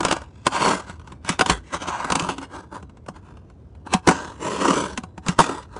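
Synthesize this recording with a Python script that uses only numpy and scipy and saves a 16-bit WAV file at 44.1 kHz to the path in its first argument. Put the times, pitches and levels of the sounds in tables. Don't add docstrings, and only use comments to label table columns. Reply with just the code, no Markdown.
import sys
import numpy as np
from scipy import signal
from scipy.fft import rfft, irfft, next_fast_len
from scipy.io import wavfile
from scipy.ndimage import map_coordinates

SR = 44100
rng = np.random.default_rng(int(sys.argv[2]) if len(sys.argv) > 2 else 0)


def digitize_waveform(pressure):
    field = np.atleast_2d(pressure).T
    bounded = np.clip(field, -1, 1)
    quanta = np.round(bounded * 32767).astype(np.int16)
    wavfile.write(sys.argv[1], SR, quanta)


N = 255735


def amp(db):
    return 10 ** (np.asarray(db) / 20)


def unit(x):
    return x / np.sqrt(np.mean(x ** 2) + 1e-20)


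def wobble(rate):
    return map_coordinates(rng.standard_normal(int(N * rate / SR) + 4), [np.arange(N) * rate / SR])


def coloured(x, tone):
    size = 8192
    pitch_hz, level_db = np.transpose(tone)
    curve_db = np.interp(np.log(np.fft.rfftfreq(size, 1 / SR) + 1), np.log(pitch_hz), level_db)
    cepstrum = irfft(np.log(amp(curve_db)))
    cepstrum[1:size // 2] *= 2
    cepstrum[size // 2 + 1:] = 0
    response = irfft(np.exp(rfft(cepstrum))).reshape((1,) * (x.ndim - 1) + (-1,))
    return signal.fftconvolve(x, response, axes=-1)[..., :x.shape[-1]]


def lowpass(x, top_hz):
    size = next_fast_len(N + SR // 2)
    hz = np.fft.rfftfreq(size, 1 / SR)
    return irfft(rfft(x, size) / np.sqrt(1 + (hz / top_hz) ** 120), size)[..., :N]


def brighter(x, level_db, edge_hz=7000, neutral_db=-32):
    treble = signal.sosfiltfilt(signal.butter(2, edge_hz, "highpass", fs=SR, output="sos"), x)
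    return x + (amp(0.3549 * (level_db - neutral_db)) - 1) * treble


def wander(x, depth_db, width_hz, life_s):
    hz, t, bands = signal.stft(x, SR, nperseg=512)
    grid = np.array(np.meshgrid(hz / width_hz, t / life_s, indexing="ij"))
    drift = map_coordinates(rng.standard_normal((512, 256)), grid, order=1, mode="wrap")
    drift *= np.clip(hz / 1500, .7, 1.4)[:, None]
    return signal.istft(bands * amp(depth_db * drift), SR, nperseg=512)[1][:N]


def fade(t, fade_s):
    return np.exp(-np.log(1000) * t / fade_s)


def struck(rows):
    head = int(.006 * SR)
    return rows / np.sqrt(np.mean(rows[:, :head] ** 2, axis=1, keepdims=True))


def ring(tones, t, boost_db, scatter_db, detune):
    out = 0
    for k, (hz, db, fade_s) in enumerate(tones):
        level_db = db + boost_db(hz)
        level_luck, pitch_luck = rng.standard_normal((len(level_db), 2)).T[:, :, None]
        wave = np.sin(2 * np.pi * hz * (1 + detune * pitch_luck) * t)
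        out = out + (-1) ** k * amp(level_db + scatter_db * level_luck) * fade(t, fade_s) * wave
    return struck(out)


def burst(tone, t, count, crack_s, tail_db, tail_s):
    shape = fade(t, crack_s) + amp(tail_db) * fade(t, tail_s)
    return struck(coloured(rng.standard_normal((count, len(t))) * shape, tone))


# pitch_hz, level_db
OUTDOOR_TONE = [(25, -38), (52, -8), (78, -1), (140, -12.5), (330, -19.5), (700, -31.5), (2000, -53.5),
                (10000, -69.5)]
def outdoors():
    return amp(-44.0 + 0.23 * wobble(1.4)) * unit(coloured(rng.standard_normal(N), OUTDOOR_TONE))


def cooler_jolt(start_s=1.502, pitch_hz=55.0):
    t = np.maximum(np.arange(N) / SR - start_s, 0)
    return amp(-19) * fade(t, 0.3) * (1 - fade(t, .04)) * np.sin(2 * np.pi * pitch_hz * t)


# fastest_s, speed_up_s, run_out_s, level_db, grit_db, rumble_db
RIDES = [(0.06, 0.033, 0.19, -26, -7.5, -20), (0.56, 0.065, 0.21, -20, -9, -11),
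         (0.677, 0.094, 0.14, -15.5, -8.5, -1), (1.99, 0.2, 0.29, -26.5, -12.5, -14.5),
         (2.229, .14, 0.17, -27.5, -11.5, -1), (4.21, 0.15, 0.18, -30.5, -9.5, -3),
         (4.502, .12, 0.19, -24.5, -9.5, 1.5), (4.698, 0.17, 0.26, -21, -8.5, 1),
         (5.488, 0.11, .15, -27.5, -12.5, 0.5)]
# strongest_s, length_s, level_db, grit_db
SKIDS = [(0.4, 0.49, -56.5, -1.5), (0.459, 0.027, -29, -1), (0.897, 0.14, -36.5, -8.5),
         (1.094, 0.18, -46, -10), (1.299, 0.11, -20.5, -5), (1.505, 0.14, -21.5, -4),
         (1.677, 0.14, -51, 3.5), (1.745, 0.088, -21, -7), (1.824, 0.067, -29.5, -5),
         (1.885, 0.055, -22, -6), (2.307, 0.09, -28.5, -3.5), (2.427, 0.079, -30.5, -9),
         (2.558, 0.18, -32, -14.5), (2.753, 0.11, -30, -20.5), (3.163, 0.072, -40, -15),
         (3.288, 0.27, -48, -16), (3.871, 0.038, -31, -18), (3.939, 0.1, -23, -8.5),
         (4.104, 0.11, -18.5, -8), (5.292, 0.11, -23.5, -6), (5.422, 0.098, -18.5, -3),
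         (5.627, 0.05, -39.5, -3.5), (5.762, 0.17, -35, -17.5)]
def board_travel():
    t = np.arange(N) / SR
    ride_curves, skid_curves = (2.8, 1.79), (1.29, 1.29)
    skid_rise_share, skid_rumble_db, drop_db = .42, -2.5, 22
    moves = [(*ride, *ride_curves) for ride in RIDES]
    for peak_s, length_s, db, grit_db in SKIDS:
        rise_s, fall_s = skid_rise_share * length_s, (1 - skid_rise_share) * length_s
        moves.append((peak_s, rise_s, fall_s, db, grit_db, skid_rumble_db, *skid_curves))
    energy = np.zeros((3, N)) + amp([[-65.5], [-75], [-65.5]]) ** 2
    for peak_s, rise_s, fall_s, db, grit_db, rumble_db, rise_curve, fall_curve in moves:
        near = slice(*np.searchsorted(t, [peak_s - 3 * rise_s, peak_s + 3 * fall_s]))
        since = t[near] - peak_s
        slowing = np.where(since < 0, abs(since / rise_s) ** rise_curve, abs(since / fall_s) ** fall_curve)
        peak_db = np.array([[db], [db + grit_db], [db + rumble_db]])
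        energy[:, near] += amp(peak_db - drop_db * slowing) ** 2
    return np.sqrt(energy)


def pebble_bumps(per_second, spread_db, rub_db):
    hit = rng.random(N) < per_second / SR
    size = amp(spread_db * np.clip(rng.standard_normal(N), -2, 2)) * rng.choice([-1, 1], N)
    return unit(hit * size) + amp(rub_db) * rng.standard_normal(N)


# pitch_hz, level_db, fade_s
PANEL_RING = [(270, -9.5, 0.27), (334, -0.5, 0.077), (430, -4, 0.04), (567, 1.5, 0.022), (753, -4, 0.12),
              (939, 7, 0.036), (1065, 2.5, 0.046), (1245, -1.5, 0.046), (1475, 5, 0.044),
              (1626, -9.5, 0.044), (1660, -9.5, 0.048)]
# pitch_hz, level_db
WHEEL_TONE = [(250, -30.5), (550, -4.5), (800, -2), (960, 4), (1120, -3), (1300, -3), (1550, -8),
              (1850, -16), (3000, -56.5)]
# pitch_hz, level_db
GRIT_TONE = [(1100, -26.5), (1900, 6), (2800, 9), (4400, -0.5), (6000, 0), (7600, 0), (8400, -4.5),
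             (9500, -8.5)]
# pitch_hz, level_db
HOLLOW_TONE = [(70, -41), (125, -2.5), (185, 8.5), (235, 1.5), (288, 10.5), (345, 5.5), (450, 5.5),
               (660, 6.5), (980, -24.5)]
def rolling_wheels():
    wheel_gain, grit_gain, rumble_gain = board_travel()
    bumps = pebble_bumps(per_second=1300, spread_db=3.0, rub_db=-1.0)
    bumps *= amp(1.97 * wobble(120))
    bumps = wander(bumps, depth_db=4.2, width_hz=110, life_s=.13)
    t = np.arange(SR // 5) / SR
    treble_boost_db = lambda hz: np.array([[3 * np.log2(hz / 1000)]])
    one_ring = ring(PANEL_RING, t, treble_boost_db, scatter_db=9.0, detune=0.0022)[0]
    panels = unit(signal.fftconvolve(bumps, one_ring)[:N])
    wheels = unit(unit(coloured(bumps, WHEEL_TONE)) + amp(-13.5) * panels)
    grit = brighter(unit(coloured(bumps, GRIT_TONE)), 20 * np.log10(grit_gain))
    rumble = unit(coloured(bumps, HOLLOW_TONE))
    return amp(-2.5) * (wheel_gain * wheels + rumble_gain * rumble) + amp(-2.73) * grit_gain * grit


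# start_s, clack_db, snap_db, drum_db
BOARD_HITS = [(0.006, -19.5, -28, -33), (0.031, -22, -30, -54), (0.050, -14.5, -19.5, -26.5),
              (0.084, -23.5, -27, -38), (0.112, -16, -22, -37), (0.125, -15.5, -24, -51),
              (0.166, -24, -41, -56), (0.218, -34, -56, -75), (0.4673, -10, -19, -39),
              (0.66, -14.5, -37, -42), (0.689, -19, -37, -45), (1.291, -18.5, -20, -20.5),
              (1.3931, -14.5, -23.5, -30), (1.4103, -7.5, -19, -28), (1.461, -19, -26, -37),
              (1.4977, -12, -17.5, -20), (2.046, -21, -55, -44), (2.102, -18, -30, -36),
              (2.121, -15.5, -21, -28), (2.154, -15.5, -20.5, -29), (2.196, -40, -25, -39),
              (2.289, -20, -34, -35.5), (2.382, -28.5, -37.5, -46), (3.086, -27, -46, -38),
              (3.937, -13, -19, -16.5), (4.074, -9, -20, -16), (4.087, -8, -19.5, -20.5),
              (4.112, -15, -47, -45), (4.653, -12.5, -34, -32), (4.976, -25.5, -26.5, -27),
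              (5.284, -22.5, -22, -17), (5.39, -7, -23.5, -16.5), (5.402, -7.5, -28, -34),
              (5.493, -21, -39, -52), (5.765, -29, -50, -51)]
# start_s, clack_db
LIGHT_TAPS = [(0.897, -33), (0.996, -44), (1.015, -47.5), (1.074, -40.5), (1.121, -36.5), (1.248, -33),
              (2.223, -26.5), (2.827, -42), (2.896, -48), (2.971, -48), (3.063, -44.5), (3.371, -47),
              (3.5, -51.5), (3.751, -53.5), (5.036, -32.5), (5.179, -34.5), (5.264, -28.5)]
def axle_hits_and_taps():
    start_s, clack_db, snap_db, drum_db = np.transpose(BOARD_HITS)
    loss_db = -1 + 1.18 * clack_db
    lag_s = .008 * np.exp(.2 * rng.standard_normal(len(start_s)))
    first = np.column_stack([start_s, clack_db, snap_db, drum_db - 9.5])
    second = np.column_stack([start_s + lag_s, clack_db + loss_db, snap_db + loss_db, drum_db])
    taps = [(tap_s, db, db - 10.5, db - 4.5) for tap_s, db in LIGHT_TAPS]
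    return np.vstack([first, second, taps])


# time_s, pitch_hz
LANDING_SPOTS = [(0.47, 574), (1.28, 1450), (1.52, 1545), (2.1, 1076), (2.3, 270), (3.94, 860), (4.07, 370),
                 (4.65, 405), (5.39, 1070), (5.45, 430)]
# pitch_hz, level_db
KNOCK_TONE = [(60, -13.5), (300, -0.5), (600, -7.5), (1000, 1), (1500, -7.5), (1900, -16.5), (2600, -23.5)]
# pitch_hz, level_db, fade_s
BOARD_RING = [(2790, -7.5, 0.032), (4720, -3.5, 0.04), (6110, -5.5, 0.013), (7250, -10.5, .04)]
# pitch_hz, level_db, fade_s
LID_DRUM = [(147.3, -8.5, 0.041), (178.5, 2.5, 0.072), (245.8, -6, 0.039)]
def board_clatter():
    starts_s, clack_db, snap_db, drum_db = axle_hits_and_taps().T[:, :, None]
    t, count = np.arange(SR // 5) / SR, len(starts_s)
    spot_hz = np.interp(starts_s, *np.transpose(LANDING_SPOTS))
    spot_boost_db = lambda hz: 11.0 * np.exp(-(np.log2(hz / spot_hz) / .35) ** 2)
    panels = ring(PANEL_RING, t, spot_boost_db, scatter_db=4.5, detune=0.0085)
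    knock = burst(KNOCK_TONE, t, count, crack_s=0.035, tail_db=-14, tail_s=0.13)
    clack = amp(clack_db - 0.5) * struck(panels + amp(-1.0) * knock)
    snap = amp(snap_db + 1.5) * burst(GRIT_TONE, t, count, crack_s=0.028, tail_db=-10, tail_s=0.06)
    snap += amp(snap_db - 14.5) * ring(BOARD_RING, t, spot_boost_db, scatter_db=6, detune=0.027)
    snap = brighter(snap, snap_db)
    drum = amp(drum_db + 1.5) * ring(LID_DRUM, t, spot_boost_db, scatter_db=6.0, detune=0.0069)
    swell = fade(t[::-1], 0.018)
    scuff = amp(snap_db - 10.0) * swell * unit(coloured(rng.standard_normal(snap.shape), GRIT_TONE))
    scuff += amp(clack_db - 7.0) * swell * unit(coloured(rng.standard_normal(snap.shape), KNOCK_TONE))
    out = np.zeros(N + SR)
    for start_s, hit in zip(starts_s[:, 0], np.hstack([scuff, clack + snap + drum])):
        out[round(start_s * SR):][:len(hit)] += hit
    clatter = out[len(t):][:N]
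    return wander(clatter, depth_db=2.2, width_hz=400, life_s=.05)


def scene():
    return (board_clatter() + rolling_wheels() + cooler_jolt() + outdoors())[None]


def record(dry):
    squashed = dry / (1 + np.abs(dry / 1.12) ** 6) ** (1 / 6)
    clipped = np.clip(lowpass(squashed, top_hz=10030), -1.0, 1.0)
    return lowpass(clipped, top_hz=16000)


dry = scene()
out = record(dry)
digitize_waveform(out)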